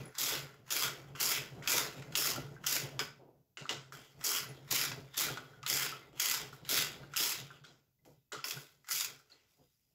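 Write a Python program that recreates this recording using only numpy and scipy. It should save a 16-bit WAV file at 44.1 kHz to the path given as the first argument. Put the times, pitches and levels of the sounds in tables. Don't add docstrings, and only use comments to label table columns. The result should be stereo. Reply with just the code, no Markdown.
import sys
import numpy as np
from scipy import signal
from scipy.fft import rfft, irfft, next_fast_len
from scipy.io import wavfile
from scipy.ndimage import uniform_filter1d

SR = 44100
rng = np.random.default_rng(int(sys.argv[2]) if len(sys.argv) > 2 else 0)


def amplitude_ratio(level_db):
    exponent = np.asarray(level_db, float) / 20
    return 10 ** exponent


def log_audio(samples):
    frames = np.atleast_2d(samples).T
    limited = np.clip(frames, -1, 1)
    pcm = np.round(limited * 32767).astype(np.int16)
    wavfile.write(sys.argv[1], SR, pcm)


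N = 438354


def unit(x):
    return x / np.sqrt(np.mean(np.abs(x) ** 2) + 1e-20)


def along(points, hz):
    f, v = np.transpose(points)
    return np.interp(np.log(hz + 1), np.log(f + 1), v)


def filtered(x, response):
    m = next_fast_len(N + SR // 2)
    return irfft(rfft(x, m) * response(np.fft.rfftfreq(m, 1 / SR)), m)[..., :N]


def modes(rows, f):
    total = 0
    for k, (centre, width, db) in enumerate(rows):
        damping = 1j * f * width
        total = total + (-1) ** k * amplitude_ratio(db) * damping / (centre * centre - f * f + damping)
    return total


def smooth(t, level):
    return np.interp(np.arange(N) / SR, t, 20 * np.log10(level + 1e-7))


def grit(per_s, spread_db, t60, bed):
    size_db = spread_db * np.minimum(rng.exponential(size=N), 3.3)
    cracks = (rng.random(N) < per_s / SR) * amplitude_ratio(size_db)
    bursts = signal.lfilter([1], [1, -10 ** (-3 / (t60 * SR))], cracks)
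    return unit(bed + unit(bursts))


def patchy(depth_db):
    noise = rng.standard_normal((2, N))
    if not depth_db:
        return noise
    z = signal.stft(noise, nperseg=512)[2]
    field = uniform_filter1d(rng.standard_normal(z.shape[1:]), 6, 0)
    field = uniform_filter1d(field, 14, 1)
    return signal.istft(z * unit(amplitude_ratio(depth_db * unit(field))), nperseg=512)[1][:, :N]


# f/Hz, coherence (0-1)
COHERENCE = [(40, .7), (130, .95), (290, .85), (640, .5), (1400, .15), (3000, 0)]


def excited(strength, response, patchy_db=0):
    f = np.fft.rfftfreq(2 ** 14, 1 / SR)
    shape = unit(response(f) + 0j)
    turn = np.arccos(np.clip(along(COHERENCE, f), -1, 1)) / 2

    def mid_side(hz):
        return np.array([np.interp(hz, f, shape * np.cos(turn)), np.interp(hz, f, shape * np.sin(turn))])

    mid, side = filtered(strength * patchy(patchy_db), mid_side)
    return np.array([mid + side, mid - side])


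# f/Hz, density/dB per Hz
HISS = [(15, -39.5), (25, -5), (135, 1.5), (400, -16.5), (600, -20), (1800, -25.5), (6000, -18.5),
        (10000, -22), (14000, -13), (16500, -18.5)]


def hiss():
    return excited(amplitude_ratio(-79), lambda f: amplitude_ratio(along(HISS, f)))


# f/Hz, T60/s
GARAGE = [(150, .38), (1000, 0.38), (5000, 0.29), (14000, 0.04)]


def garage(x):
    hz, t, z = signal.stft(rng.standard_normal((2, SR // 2)), SR, nperseg=256)
    decay = amplitude_ratio(-60 * t / along(GARAGE, hz)[:, None])
    tail = signal.istft(z * decay, SR, nperseg=256)[1]
    delayed = np.pad(x, ((0, 0), (200, 0)))
    return signal.fftconvolve(delayed, tail / np.linalg.norm(tail[0]), axes=1)[:, :N]


# t/s, boom level/dB,
# length/s
SHOVES = [(0.01, -43, .06), (.4, -54.5, 0.26), (.86, -50.5, 0.057), (1.06, -56.5, 0.098),
          (1.32, -56.5, 0.41), (1.55, -50.5, 0.049), (1.8, -55, 0.34), (2.08, -51.5, 0.13),
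          (2.39, -46.5, 0.051), (2.52, -50.5, 0.24), (2.84, -47.5, 0.037), (3.0, -53, 0.16),
          (3.3, -69.5, .16), (3.62, -51.5, 0.015), (3.76, -53.5, 0.071), (3.97, -59, 0.094),
          (4.19, -53, 0.033), (4.44, -51.5, 0.097), (4.7, -54, 0.12), (4.94, -49.5, 0.15),
          (5.29, -49.5, 0.086), (5.75, -54, 0.3), (6.17, -61.5, 0.1), (6.45, -56.5, 0.13),
          (6.83, -52.5, 0.27), (7.2, -64.5, 0.31), (7.41, -51.5, .06), (7.62, -63, 0.13),
          (8.1, -64.5, 0.078), (8.37, -59, 0.019),
          (8.566, -53.5, 0.037),
    (8.75, -72, .06),
    (8.94, -62.5, 0.027),
    (9.113, -60.5, .08),
    (9.33, -83.5, 0.033),
    (9.62, -65, .045),
    (9.9, -87.5, .15),
]


def shoves():
    t = np.arange(0, N / SR + .004, .004)
    s, db, length_s = np.transpose(SHOVES)[:, :, None]
    away = np.abs((t - s) / length_s / np.where(t < s, .75, 1))
    return smooth(t, amplitude_ratio(db - 10 * away ** 1.4).sum(0))


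# f/Hz, width/Hz
BOOM = (136.4, 15.2)
# f/Hz, level/dB
RUMBLE = [(20, -31), (45, -25), (62, -18.5), (90, -35), (180, -25.5), (220, -29.5), (300, -61)]
# f/Hz, width/Hz, level/dB
BOARD = [(256.5, 15, -4), (338, 59, -1.5), (432.6, 31, -2.5), (481, 25, -2), (730, 460, -9.5),
         (972, 37, 0.5)]
# t/s, peak level/dB, T60/s
THUDS = [
    (2.376, -27.5, 0.055),
    (3.194, -44, 0.48),
    (3.278, -45.5, 0.081),
    (6.129, -48, 0.19),
    (8.054, -47.5, 0.21),
    (8.087, -52.5, 0.11),
    (9.582, -56.5, 0.14),
    (9.61, -58, 0.12),
]


def bench(shake_db):
    boom_db = shoves()
    lumps = grit(per_s=45, spread_db=-3.5, t60=0.18, bed=0.96)
    t = np.arange(SR // 3) / SR
    bumps = np.zeros(N)
    for s, db, t60 in THUDS:
        bumps += np.pad(amplitude_ratio(db - 12.0 - 60 * t / t60), (round(s * SR), N))[:N]

    def low(f):
        return modes([(*BOOM, 0)], f) + amplitude_ratio(along(RUMBLE, f))

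    def panel(f):
        return (modes(BOARD, f) + 0.23) / (1 + (210 / (f + 1)) ** 6) / (1 + (f / 780) ** 4)

    boom = excited(amplitude_ratio(boom_db + 0.6) * lumps ** 0.8, low)
    force = (amplitude_ratio(shake_db) + amplitude_ratio(boom_db - 9)) * lumps
    return boom + excited(force + bumps, panel)


# t/s, peak level/dB, f/Hz, T60/s
RINGS = [(0.849, -33.5, 1310, 0.08), (1.1508, -38, 1360, 0.069), (1.6237, -34.5, 1930, 0.018),
         (2.0253, -60, 1280, 0.06), (2.3615, -34, 1379, 0.12), (2.5651, -45, 1510, 0.065),
         (2.642, -35.5, 1380, 0.056), (2.9953, -47, 1340, 0.097), (3.5713, -39, 1985, 0.061),
         (3.655, -35, 1330, 0.067), (3.9225, -42, 1350, 0.1), (4.446, -43.5, 1420, 0.079),
         (5.2845, -26.5, 1395, 0.048), (5.3736, -30.5, 1310, 0.062), (5.5356, -48, 1437, 0.17),
         (5.6367, -41, 1244, 0.11), (5.924, -30.5, 1308, 0.07), (6.5296, -40.5, 1326, 0.052),
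         (7.0339, -45, 1400, 0.053), (7.5047, -39.5, 1380, 0.067), (7.642, -48, 1434, 0.086),
         (8.3193, -36.5, 1340, 0.085), (8.3484, -31.5, 1255, 0.068), (8.389, -44, 1340, 0.26),
         (8.5709, -38.5, 1468, 0.057)]
# t/s, peak level/dB, f/Hz, T60/s
CHINKS = [
    (2.2414, -26, 3250, 0.028),
    (2.2706, -25, 2600, 0.049),
    (2.9936, -25, 5040, 0.072),
    (3.5712, -38.5, 2840, 0.08),
    (3.692, -23, 2910, 0.05),
    (6.02, -50, 2030, 0.16),
    (7.6664, -50, 4000, 0.049),
    (8.442, -21, 5140, 0.015),
    (9.3001, -52, 4670, 0.052),
    (9.318, -46.5, 4230, 0.048),
]
# t/s, peak level/dB, f/Hz, T60/s
SQUEAKS = [
    (.055, -47, 10300, .13),
    (4.0, -58, 9000, .15),
    (4.49, -48, 10400, .1),
    (7.03, -56, 2790, .12),
    (7.99, -78, 2030, 1),
    (9.44, -77, 2030, .8),
    (9.54, -77, 4920, 1.6),
]


def rings():
    out = np.zeros((2, N + SR))
    rows = [*RINGS, *CHINKS, *SQUEAKS]
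    for (s, db, hz, t60), (a, b, c) in zip(rows, rng.random((len(rows), 3))):
        t = np.arange(round(min(t60, 1) * SR)) / SR
        turn = np.array([[0], [4 * a - 2]])
        apart = (3.6 + 7 * np.array([b, c])) / t60

        def note(off_hz, phase):
            return np.sin(2 * np.pi * (hz + off_hz) * t + phase)

        cluster = note(0, turn) + 0.82 * note(apart[0], -turn) + 0.59 * note(-apart[1], 2 * turn)
        envelope = amplitude_ratio(db - 4.5 - 60 * t / t60) * (1 - np.exp(-t / 0.00031))
        out[:, round(s * SR):][:, :len(t)] += envelope * cluster
    return out[:, :N]


# t/s, peak level/dB
BREAKS = [(0.185, -23), (0.705, -25.5), (1.206, -26), (1.6752, -18.5), (2.1535, -17.5), (2.667, -22.5),
          (4.2449, -22), (4.7136, -21), (5.178, -28.5), (5.664, -22), (6.1986, -21.5), (6.6972, -29),
          (7.1623, -26), (8.911, -20)]
# t/s, peak level/dB
TICKS = [(0.1516, -39.5), (0.6892, -60), (1.152, -48), (1.626, -45), (2.023, -42), (2.123, -41),
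         (2.6418, -41), (4.2115, -40), (4.917, -31), (5.143, -39.5), (5.63, -40), (6.13, -61.5),
         (6.65, -43.5), (7.137, -36.5), (8.8446, -50), (8.8717, -47)]
# t/s, peak level/dB
SNAPS = [(2.1775, -26.5), (2.6564, -48.5), (4.2661, -21.5), (5.687, -40), (7.201, -27), (8.4828, -27),
         (8.5089, -21), (7.401, -38), (9.046, -21.5)]
# t/s, knock level/dB, drag level/dB, fade/dB per s, grit/dB
TAPS = [(1.151, -64, -57, 93, -4.5), (1.6272, -66.5, -55, 80, -9.5), (1.96, -70, -65, 118, -3),
        (2.9926, -21, -38.5, 250, -2.5), (3.15, -77, -79.5, 107.5, -4), (3.5718, -39, -53.5, 84, -13.5),
        (3.6932, -25, -40.5, 190, -11.5), (3.9229, -38, -55, 81, -0.5), (5.373, -33.5, -84, 261, -26.5),
        (8.8877, -30.5, -49, 150, 6.5), (6.526, -53, -61, 252.5, 2.5), (7.504, -75, -77, 92, -15),
        (7.638, -57, -59, 141.5, -11.5), (8.0509, -53.5, -67, 137, 4), (8.322, -32.5, -46, 163, -10),
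        (8.4416, -26.5, -42, 113, 4), (8.51, -70, -55.5, 119, -2), (9.298, -61, -67, 82.5, -6.5),
        (9.48, -74, -79, 13, 6)]


def knocks():
    t = np.arange(SR // 4) / SR
    shape = amplitude_ratio(-60 * t / np.array([[.03], [.018], [.04]])) + 0.92 * amplitude_ratio(-60 * t / 0.0054)
    # fizz level/dB, body level/dB
    rows = [(*r, -7, -14.5) for r in BREAKS]
    rows += [(*r, -17, 0) for r in TICKS]
    rows += [(*r, -5.5, -23) for r in SNAPS]
    rows += [(r[0], r[1], r[4] - 12, -3) for r in TAPS]
    out = np.zeros((3, N + SR))
    for s, db, fizz_db, body_db in rows:
        peak = amplitude_ratio(db - 8.5 + np.array([[0], [fizz_db], [body_db]]))
        out[:, round(s * SR):][:, :len(t)] += peak * shape
    return out[:, :N]


# t/s, length/s, rasp level/dB, lean towards the valve head/dB, weight of the hand/dB
STROKES = [(-0.3, 0.18, -29, -1.5, 0.5), (0.182, 0.15, -32, -0.3, 0), (0.705, .14, -32, 0, 1.5),
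           (1.2, 0.14, -30.5, 0.5, -2.5), (1.679, 0.12, -30.5, -0.5, 3), (2.1567, 0.14, -30.5, -.4, -1.5),
           (2.664, 0.1, -31, -0.8, -1.5), (4.2397, .13, -31, -1, -2.5), (4.707, 0.13, -31.5, 2, -2),
           (5.169, 0.068, -31.5, 2.5, 1.5), (5.676, 0.17, -32.5, 1.9, -0.5), (6.196, .15, -31, 1.5, -3.5),
           (6.6904, 0.12, -30, 3, -1.5), (7.1656, 0.14, -30, 2, -3.5), (8.904, 0.11, -32.5, -1.5, -12)]


def motion():
    step_s = .001
    t = np.arange(0, N / SR + step_s, step_s)
    s, length, db, lean_db, weight_db = np.transpose(STROKES)[:, :, None]
    u = t - s
    after = np.maximum(u - length, 0)
    swell = -3.5 * np.exp(-np.abs(u / 0.015))
    warm = -1.5 * np.exp(-np.abs(u / 0.017))
    lift = 400.5 * np.maximum(u - .41, 0)
    turning = amplitude_ratio(swell + warm - 24 * u - 202 * after)
    back = amplitude_ratio(-25 + .6 * np.minimum(weight_db, 0) - 42.5 * u - lift)
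    creep = amplitude_ratio(-23 + 201 * u + 400.5 * np.minimum(u + 0.023, 0))
    turn = amplitude_ratio(db) * np.where(u < 0, creep, turning + back)

    start_db, end_db = -15.5, 5
    loading = end_db + (start_db - end_db) * np.exp(-np.abs(u / 0.24) ** 1.52)
    load_db = np.where(u < 0, 0, loading) + 0.5 * weight_db
    shake = (u > 0) * amplitude_ratio(db + weight_db - 19.5 + 2.3 * swell - 69 * after - lift)

    s, _, db, fade, grit_db = np.transpose(TAPS)[:, :, None]
    v = np.maximum(t - s, 0)
    drag = amplitude_ratio(db - fade * v) * np.minimum(v / 0.0083, 1)
    thin_db = 2 * np.maximum(grit_db, 0)

    def mix(stroke_db, tap_db):
        return smooth(t, (turn * amplitude_ratio(stroke_db)).sum(0) + (drag * amplitude_ratio(tap_db)).sum(0))

    rasp_db = mix(0, 0)
    body_db = mix(load_db, -4.5 - thin_db) - rasp_db
    fresh_db = mix(0, grit_db) - rasp_db
    head_db = mix(lean_db, .8) - rasp_db
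    shake_db = smooth(t, shake.sum(0) + (amplitude_ratio(-4.5 - thin_db) * drag).sum(0))
    return rasp_db, body_db, fresh_db, head_db, shake_db


# f/Hz, density/dB per Hz
RASP = [(410, -38), (760, -15), (950, -8), (1400, -5.5), (1700, -5.5), (3150, -3.5), (3600, -5), (4300, -5),
        (5000, -1.5), (5900, -6), (7000, -4), (10500, -6), (13000, -4), (16000, -7.5)]
# f/Hz, width/Hz, level over the rasp/dB
CASTING = [(1340, 93, -1), (1510, 36, 9), (2011, 26, 4.5), (2324, 64, 6.5), (2580, 6.6, -1), (3017, 15, 0),
           (3304, 30, -1.5), (4870, 19, 8)]


def valve(rasp_db, body_db, grit_db, lean_db):
    fizz_db = -3.5 + 0.069 * (rasp_db + 33.5) + grit_db
    bite_db = lean_db + 0.51 * np.clip(body_db + 8.5, -8, 8)
    rasp_blows, fizz_blows, body_blows = knocks()
    grains = grit(per_s=420, spread_db=3.8, t60=.006, bed=1.35)

    def metal(f):
        return amplitude_ratio(along(RASP, f)) * (1 + modes(CASTING, f))

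    def below(f, edge_hz):
        return 1 / (1 + (f / edge_hz) ** 10)

    scrape = amplitude_ratio(rasp_db + 1.5) * grains + rasp_blows
    fizzing = amplitude_ratio(rasp_db + fizz_db + 2.5) * grains + fizz_blows
    loading = amplitude_ratio(rasp_db + body_db + 2.0) * grains ** 1.1 + body_blows
    bite = excited(amplitude_ratio(bite_db - 5.0) * scrape,
                   lambda f: metal(f) * (below(f, 4510) - below(f, 2030)), patchy_db=3.5)
    rasp = excited(amplitude_ratio(-3.0) * scrape,
                   lambda f: metal(f) * (below(f, 8560) - below(f, 4460)), patchy_db=1.5)
    fizz = excited(fizzing, lambda f: metal(f) * (1 - below(f, 7940)), patchy_db=0.6)
    body = excited(loading, lambda f: metal(f) * below(f, 2244), patchy_db=2.0)
    return bite + rasp + fizz + body + rings()


def scene():
    *levels, shake_db = motion()
    work = valve(*levels)
    return hiss() + amplitude_ratio(-8.5) * garage(work) + bench(shake_db) + work


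def top_cut(x):
    return signal.sosfilt(signal.butter(12, 16810, fs=SR, output="sos"), x)


# f/Hz, width/Hz, level/dB
NOTCH = (8810, 840, -9.5)
# f/Hz, left minus right level/dB
LEAN = [(60, -6), (110, -2.5), (200, -1), (380, -2.5), (700, -0.5), (1290, -0.5), (2380, 0.5), (4400, -2),
        (8120, 0.5), (15000, 2.5)]


def record(dry):
    hz, width, db = NOTCH
    top_hz, lag_s = 15700, np.array([[0], [.00013]])

    def port(f):
        dip_db = db * np.exp(-((f - hz) / width) ** 2)
        edge_db = -36 * np.clip((f - top_hz) / 200, 0, 1)
        lean_db = along(LEAN, f) * np.array([[.5], [-.5]])
        return amplitude_ratio(dip_db + edge_db) * np.exp(-2j * np.pi * f * lag_s) * amplitude_ratio(lean_db)

    return top_cut(filtered(dry, port))


dry = scene()
out = record(dry)
log_audio(out)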